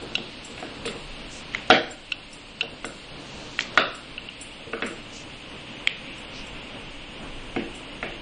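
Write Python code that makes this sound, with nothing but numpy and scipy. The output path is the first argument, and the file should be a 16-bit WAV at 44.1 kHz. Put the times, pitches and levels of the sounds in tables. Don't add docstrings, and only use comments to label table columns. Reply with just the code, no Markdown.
import sys
import numpy as np
from scipy import signal
from scipy.fft import rfft, irfft
from scipy.io import wavfile
from scipy.ndimage import uniform_filter1d

SR = 44100
rng = np.random.default_rng(int(sys.argv[2]) if len(sys.argv) > 2 else 0)


def makeup_ratio(level_db):
    decades = np.asarray(level_db, float) / 20
    return 10 ** decades


def int16_out(signal):
    q = np.round(np.clip(np.atleast_2d(signal).T, -1, 1) * 32767)
    wavfile.write(sys.argv[1], SR, q.astype(np.int16))


N = 362061


def add(track, s, sound):
    i = max(int(s * SR), 0)
    track[i:i + len(sound)] += sound[:N - i]


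def coloured(points):
    hz, db = np.transpose(points)
    log_hz = np.log(np.arange(N // 2 + 1) * SR / N + 1)
    shape = makeup_ratio(np.interp(log_hz, np.log(hz), db))
    x = irfft(rfft(rng.standard_normal(N)) * shape, N)
    return x / x.std()


def band(x, hz, share):
    edges = np.clip([hz / (1 + share), hz * (1 + share)], 5, 0.45 * SR)
    return signal.sosfilt(signal.butter(2, edges, "bandpass", fs=SR, output="sos"), x)


def walk(rate):
    hold = int(SR / rate)
    levels = np.repeat(rng.standard_normal(N // hold + 1), hold)
    return uniform_filter1d(levels, hold)[:N]


def swells(t, rows):
    bumps = [db * np.sin(np.pi * np.clip((t - s) / length, 0, 1)) for s, length, db in rows]
    return np.max(bumps, axis=0)


def ducking(t):
    # (time [s], depth [dB], hold [s])
    ducks = [
        (1.76, 4, 0.81),
        (3.774, 3, 0.86),
        (4.837, -1, 0.1),
    ]
    attack_s, release_s = 0.061, 0.93
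    gain_db = np.zeros(len(t))
    for s, depth_db, hold_s in ducks:
        down = np.clip((t - s) / attack_s, 0, 1)
        back = np.clip((t - (s + attack_s + hold_s)) / release_s, 0, 1)
        gain_db -= depth_db * (down - back)
    return gain_db


def house_hum(t):
    # (frequency [Hz], level [dB per Hz])
    hum = [(29, -45.5), (50, 3.5), (71, -5.5), (145, 2), (176, -2.5), (199, 0.5), (289, 1.5), (384, -5),
           (542, -2), (710, -7), (959, -7), (1030, -7.5), (1800, -12.5), (2340, -32), (3960, -120)]
    # (time [s], length [s], lift [dB])
    rolls = [
        (-0.2, 0.63, 2.5),
        (0.45, 0.72, 2.5),
        (2.55, 0.26, 4),
        (3.05, 0.47, 3),
        (4.45, 0.4, 2),
        (5.9, 0.96, 1.5),
        (7.8, 1, -13),
    ]
    return coloured(hum) * makeup_ratio(-43.5 + swells(t, rolls) + 1.3 * walk(14))


def burner_hiss(t):
    # (frequency [Hz], level [dB per Hz])
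    hiss = [(880, -32.5), (1500, -18.5), (1990, -5), (2830, 1.9), (3410, -4.5), (4100, -13), (4960, -17),
            (5500, -22.5), (6500, -31.5), (9000, -43)]
    # (time [s], hiss level [dB], pin rub above it [dB])
    flame = [
        (0, -45, -4.5),
        (2.0, -43.5, -8),
        (3.7, -45, -3.5),
        (4.3, -41, -10.5),
        (5.3, -44, -11.5),
        (6.4, -41, -23),
        (7.0, -43, -17),
        (8.21, -43, -18.5),
    ]
    s, *columns = np.transpose(flame)
    hiss_db, sharp_db = (np.interp(t, s, c) for c in columns)
    body = coloured(hiss) * makeup_ratio(hiss_db - 1.0 + 0.68 * walk(20))
    sharp = band(band(rng.standard_normal(N), 3950, 0.18), 3950, 0.48)
    return body + sharp / sharp.std() * makeup_ratio(hiss_db + sharp_db)


def rumble(t):
    # (time [s], length [s], lift [dB])
    shifts = [
        (0.75, 0.86, 10.5),
        (2.756, 0.53, 6),
        (5.55, 0.72, 1.5),
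        (6.25, 0.59, 8.5),
        (6.65, 0.6, 8),
        (7.0, 0.93, 13.5),
        (7.706, 0.9, 8),
    ]
    deep = band(rng.standard_normal(N), 19, 0.7)
    return deep / deep.std() * makeup_ratio(-53.5 + swells(t, shifts))


def whine(t):
    # (multiple of the base pitch [1], level [dB])
    tones = [(1, -52.5), (21, -73), (23, -73), (24, -69.5), (25, -81.5), (26, -83), (27, -69.5),
             (28, -63.5), (29, -69.5), (30, -69), (31, -72)]
    base_hz = 293.0
    return sum(makeup_ratio(db - 4.0) * np.sin(2 * np.pi * k * base_hz * t + k * k) for k, db in tones)


def kitchen():
    # (frequency [Hz], level [dB per Hz])
    air = [(3500, -31), (5000, -4), (6500, 1), (8000, -1.5), (9000, 0), (9600, -2.5), (10500, -31)]
    t = np.arange(N) / SR
    gain_db = ducking(t)
    steady = (house_hum(t) + burner_hiss(t)) * makeup_ratio(gain_db)
    return steady + rumble(t) + coloured(air) * makeup_ratio(-59.5 + 0.67 * gain_db) + whine(t)


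def walls(send):
    # (centre [Hz], time to fall 60 dB [s], level [dB])
    room = [(203, 0.5, 6.5), (407, 0.44, 7.5), (870, 0.54, -3), (1730, 0.55, -2), (3200, 0.38, 5.5),
            (6600, 0.67, -2)]
    first_echo_s, build_s = 0.0053, 0.0021
    t = np.arange(int(0.7 * SR)) / SR
    build = 1 - np.exp(-np.clip(t - first_echo_s, 0, 1) / build_s)
    tail = sum(band(rng.standard_normal(len(t)), hz, 0.45) * makeup_ratio(db - 60 * t / t60) for hz, t60, db in room)
    return signal.fftconvolve(send, 0.14 * build * tail)[:N]


def palm_brushes():
    # (time [s], length [s], level [dB], centre [Hz])
    strokes = [
        (1.306, 0.13, -47, 6100),
        (3.19, 0.99, -56.5, 5560),
        (5.124, 0.13, -47, 5430),
        (6.332, 0.11, -42.5, 4120),
        (0.849, 0.067, -33.5, 3200),
        (3.598, 0.042, -39, 5070),
        (6.043, 0.12, -43, 2630),
    ]
    out = np.zeros(N)
    n = SR // 2
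    for s, length, db, hz in strokes:
        grains = rng.standard_normal(n) * makeup_ratio(7.9 * rng.standard_normal(n))
        swell = np.sin(np.pi * np.clip(np.arange(n) / SR / length, 0, 1) ** 0.55)
        add(out, s, makeup_ratio(db + 2.5) * swell * band(band(grains, hz, 0.4), hz, 0.4))
    return out


def ring(modes, lift_db, rise_s, scatter_db, detune, damp):
    hz, db, t60 = (c[:, None] for c in np.transpose(modes))
    chance = rng.standard_normal((3, len(modes), 1))
    t = np.arange(SR // 6) / SR
    decay_db = 60 * t / np.clip(damp * t60, 0.001, 1)
    size = makeup_ratio(db + lift_db[:, None] + scatter_db * chance[0] - decay_db)
    wave = np.sin(2 * np.pi * hz * (1 + detune * chance[1]) * t + chance[2] / 2)
    return (size * wave).sum(0) * (1 - np.exp(-t / rise_s))


def blows(events, modes, edges_hz, rise_s, scatter_db, detune, trim_db, crack):
    dry, send = np.zeros(N), np.zeros(N)
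    group = np.searchsorted(edges_hz, np.array(modes)[:, 0])
    for s, lifts_db, room_db, damp in events:
        lift_db = np.array(lifts_db)[group] + trim_db
        add(dry, s, ring(modes, lift_db, rise_s, scatter_db, detune, damp))
        add(send, s, ring(modes, lift_db + room_db, rise_s, scatter_db, detune, crack))
    return np.array([dry, send])


def two_groups(events, room_db):
    return [(s, (db, db + upper_db), room_db, 1) for s, db, upper_db in events]


def bangle_chinks():
    # (time [s], level [dB], upper modes above it [dB])
    chinks = [(0.018, -49, -10), (0.4464, -35.5, -13), (0.6, -43.5, -16), (0.857, -34.5, -9),
              (1.909, -42, -12.5), (2.3282, -39, -8), (2.8505, -34, -8), (3.949, -39, -9),
              (4.4114, -37.5, -2), (4.8345, -60, -13), (4.8619, -36, -7.5), (6.1792, -44.5, -11),
              (6.4657, -43.5, -16), (7.7493, -42.5, -9)]
    # (frequency [Hz], level [dB], time to fall 60 dB [s])
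    bangles = [(5400, -5, 0.039), (5780, -8.5, 0.053), (6360, -15.5, 0.074), (7415, -0.5, 0.092),
               (7530, -10.5, 0.18), (7830, -0.5, 0.043), (8980, 1, 0.16), (9530, 2.5, 0.16),
               (9660, -5, 0.08)]
    again = [(s + 0.011, db - 8, upper_db) for s, db, upper_db in chinks]
    return blows(two_groups(list(chinks) + again, room_db=-14.5), bangles, (8500,), rise_s=0.0008,
                 scatter_db=3.2, detune=0.0011, trim_db=-2.5, crack=0.44)


def dough_snaps():
    # (time [s], middle modes [dB], low above [dB], high above [dB], room share [dB])
    snaps = [
        (1.5384, -27, -3.5, -10, -18),
        (1.548, -21, 5, 1, -7.5),
        (3.5899, -11, -3, -6.5, -9.5),
    ]
    # (time [s], middle [dB], low above [dB], high above [dB], room [dB])
    cracks = [
        (3.6075, -9.5, -13, 5, -18),
        (5.8722, -11, -12, -9, -20),
        (5.8738, 2, -22, -12, -22.5),
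    ]
    # (frequency [Hz], level [dB], time to fall 60 dB [s])
    dough = [(1430, -3, 0.018), (1854, -24, 0.013), (1996, 10, .014), (2353, 1.5, 0.025), (2696, 0, 0.019),
             (3110, -1.5, 0.025), (4020, -4, 0.012), (4190, -11, 0.029), (5260, -19, 0.0027),
             (5640, -10.5, 0.012), (6890, -6, 0.0076)]
    events = []
    for rows, ring_share in ((snaps, 0.66), (cracks, 0.29)):
        for s, db, low, high, room_db in rows:
            events.append((s, (db + low, db, db + high), room_db, ring_share))
    return blows(events, dough, (2200, 3300), rise_s=0.00058,
                 scatter_db=1.8, detune=0.031, trim_db=-0.5, crack=0.099)


def ring_ticks():
    # (time [s], level [dB], upper modes above it [dB])
    ticks = [
        (0.153, -15.5, 2.5),
        (2.1195, -15.5, -2.5),
        (2.609, -14, -2.5),
        (2.6139, -17, -12),
        (4.1793, -23.5, -24),
        (4.288, -28.5, -15),
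        (8.1203, -35, -16),
    ]
    # (frequency [Hz], level [dB], time to fall 60 dB [s])
    pin = [(1460, -12.5, 0.036), (2758, 5, 0.023), (2960, 1.5, 0.024), (3195, -6, 0.0093),
           (3330, -1, 0.017), (3740, -4.5, 0.025), (3996, -4, 0.023), (5420, -13.5, 0.019),
           (6320, -3.5, 0.0043), (7600, -17.5, 0.017), (9860, -22, 0.015)]
    return blows(two_groups(ticks, room_db=-25.5), pin, (3000,), rise_s=0.00089,
                 scatter_db=0.22, detune=0.012, trim_db=0.5, crack=0.74)


def counter_thuds():
    # (time [s], lower modes [dB], upper modes above [dB])
    thuds = [(0.019, -33.5, -4.5), (0.178, -33, -5.5), (0.494, -38, -1.5), (0.625, -32.5, -4.5),
             (0.854, -29.5, 2.5), (1.7, -17, 1), (2.625, -36, 2), (2.843, -28, -8), (3.773, -25.5, -5),
             (4.668, -36, -2.5), (4.732, -27, -1.5), (4.822, -22.5, -6.5), (7.562, -17, -12),
             (8.028, -30.5, -5)]
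    # (frequency [Hz], level [dB], time to fall 60 dB [s])
    counter = [(122, -15, 0.22), (195, -15.5, 0.096), (239.8, -5, 0.2), (267, 2, 0.08), (340.7, -1, 0.18),
               (454, -17.5, 0.055), (458.4, 7, 0.15), (576, -2.5, 0.18)]
    return blows(two_groups(thuds, room_db=-10.5), counter, (400,), rise_s=0.0038,
                 scatter_db=2.0, detune=0.0059, trim_db=-3.5, crack=0.27)


def board_knocks():
    # (time [s], middle modes [dB], low above [dB], high above [dB], top above [dB])
    knocks = [(0.1795, -39, -1.5, 0, 9.5), (0.5778, -38, -10, 5, 3), (0.626, -32.5, -5.5, -3.5, -13),
              (0.8537, -34, -11, 2.5, -11), (0.876, -28, -21, -0.5, 0), (1.7014, -5, -9, -20, 0),
              (1.7082, -11, -4.5, 2, 1), (2.1866, -43, -13, -12, -15), (2.6285, -32, -6.5, -8, 2),
              (2.8444, -19, -17.5, -9, -11.5), (3.7748, -5, -15, -5, -6.5), (4.7328, -19, -17, -5.5, -23),
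              (4.822, -19.5, -13.5, -0.5, -10), (4.8316, -21.5, -28, -5, -19), (7.562, -26, -4, 2.5, -9),
              (8.028, -22, -10, -1.5, -15)]
    # (frequency [Hz], level [dB], time to fall 60 dB [s])
    board = [(683, 4.5, 0.054), (741, 8, 0.038), (730, -5.5, 0.068), (992, -7.5, 0.088), (1239, -1, 0.02),
             (1303, -4.5, 0.034), (1455, 1.5, 0.036), (1708, -4, 0.036), (1898, 5.5, 0.018),
             (2177, 3, 0.027), (2603, 5, 0.02), (3284, 1.5, 0.029), (3670, -1, 0.017), (3830, -0.5, 0.019),
             (4495, -5.5, 0.016), (5302, -10, 0.017), (5630, -19.5, .012), (6700, -22, .008),
             (8140, -34, 0.015)]
    borders_hz = (1000, 1700, 2800)
    room_db = -9
    events = [(s, (db + low, db, db + high, db + top), room_db, 1) for s, db, low, high, top in knocks]
    return blows(events, board, borders_hz, rise_s=0.0005,
                 scatter_db=2.8, detune=0.028, trim_db=-3.0, crack=0.27)


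def scene():
    dry, send = bangle_chinks() + dough_snaps() + ring_ticks() + counter_thuds() + board_knocks()
    echoes = walls(send) * makeup_ratio(ducking(np.arange(N) / SR))
    return (dry + echoes + palm_brushes() + kitchen())[None]


def starved(x, size, follow, lift_db):
    # (frequency [Hz], step [dB])
    coarseness = [(3000, -54), (4200, -45), (4900, -41), (5500, -39), (10000, -39)]
    n, k = np.arange(2 * size), np.arange(size // 8, size // 2)[:, None]
    window = np.sin(np.pi * (n + 0.5) / (2 * size))
    waves = np.cos(np.pi / size * (n + 0.5 + size / 2) * (k + 0.5))
    basis = np.sqrt(2 / size) * window * waves
    count = N // size + 2
    halves = np.pad(x, (size, count * size - N)).reshape(-1, size)
    blocks = np.hstack([halves[:-1], halves[1:]])
    lines = blocks @ basis.T
    loud_db = 10 * np.log10(np.sum(lines ** 2, axis=1) / size + 1e-9)[:, None]
    step_db = np.interp(k.T * SR / 2 / size, *np.transpose(coarseness))
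    step = makeup_ratio(step_db + follow * (loud_db + 47) + lift_db)
    error = (np.round(lines / step) * step - lines) @ basis
    return x + (error[:-1, size:] + error[1:, :size]).ravel()[:N]


def band_limit(x):
    return signal.sosfilt(signal.butter(12, 10810, fs=SR, output="sos"), x)


def record(dry):
    rounded = np.tanh(1.118 * dry[0]) / 1.047
    x = signal.sosfilt(signal.ellip(8, 0.2, 70, 9900, fs=SR, output="sos"), rounded)
    quick = uniform_filter1d(band(x, 2500, 1.5) ** 2, size=128)
    before = np.roll(uniform_filter1d(quick, size=1024), 640)
    attack = uniform_filter1d(1.0 * (quick > 13 * before), size=1500) > 0
    short = uniform_filter1d(1.0 * attack, size=200)
    at_blows = starved(x, size=256, follow=0.75, lift_db=-3)
    elsewhere = starved(x, size=1152, follow=0.58, lift_db=0)
    mix = short * at_blows + (1 - short) * elsewhere
    return band_limit(mix[None])


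dry = scene()
out = record(dry)
int16_out(out)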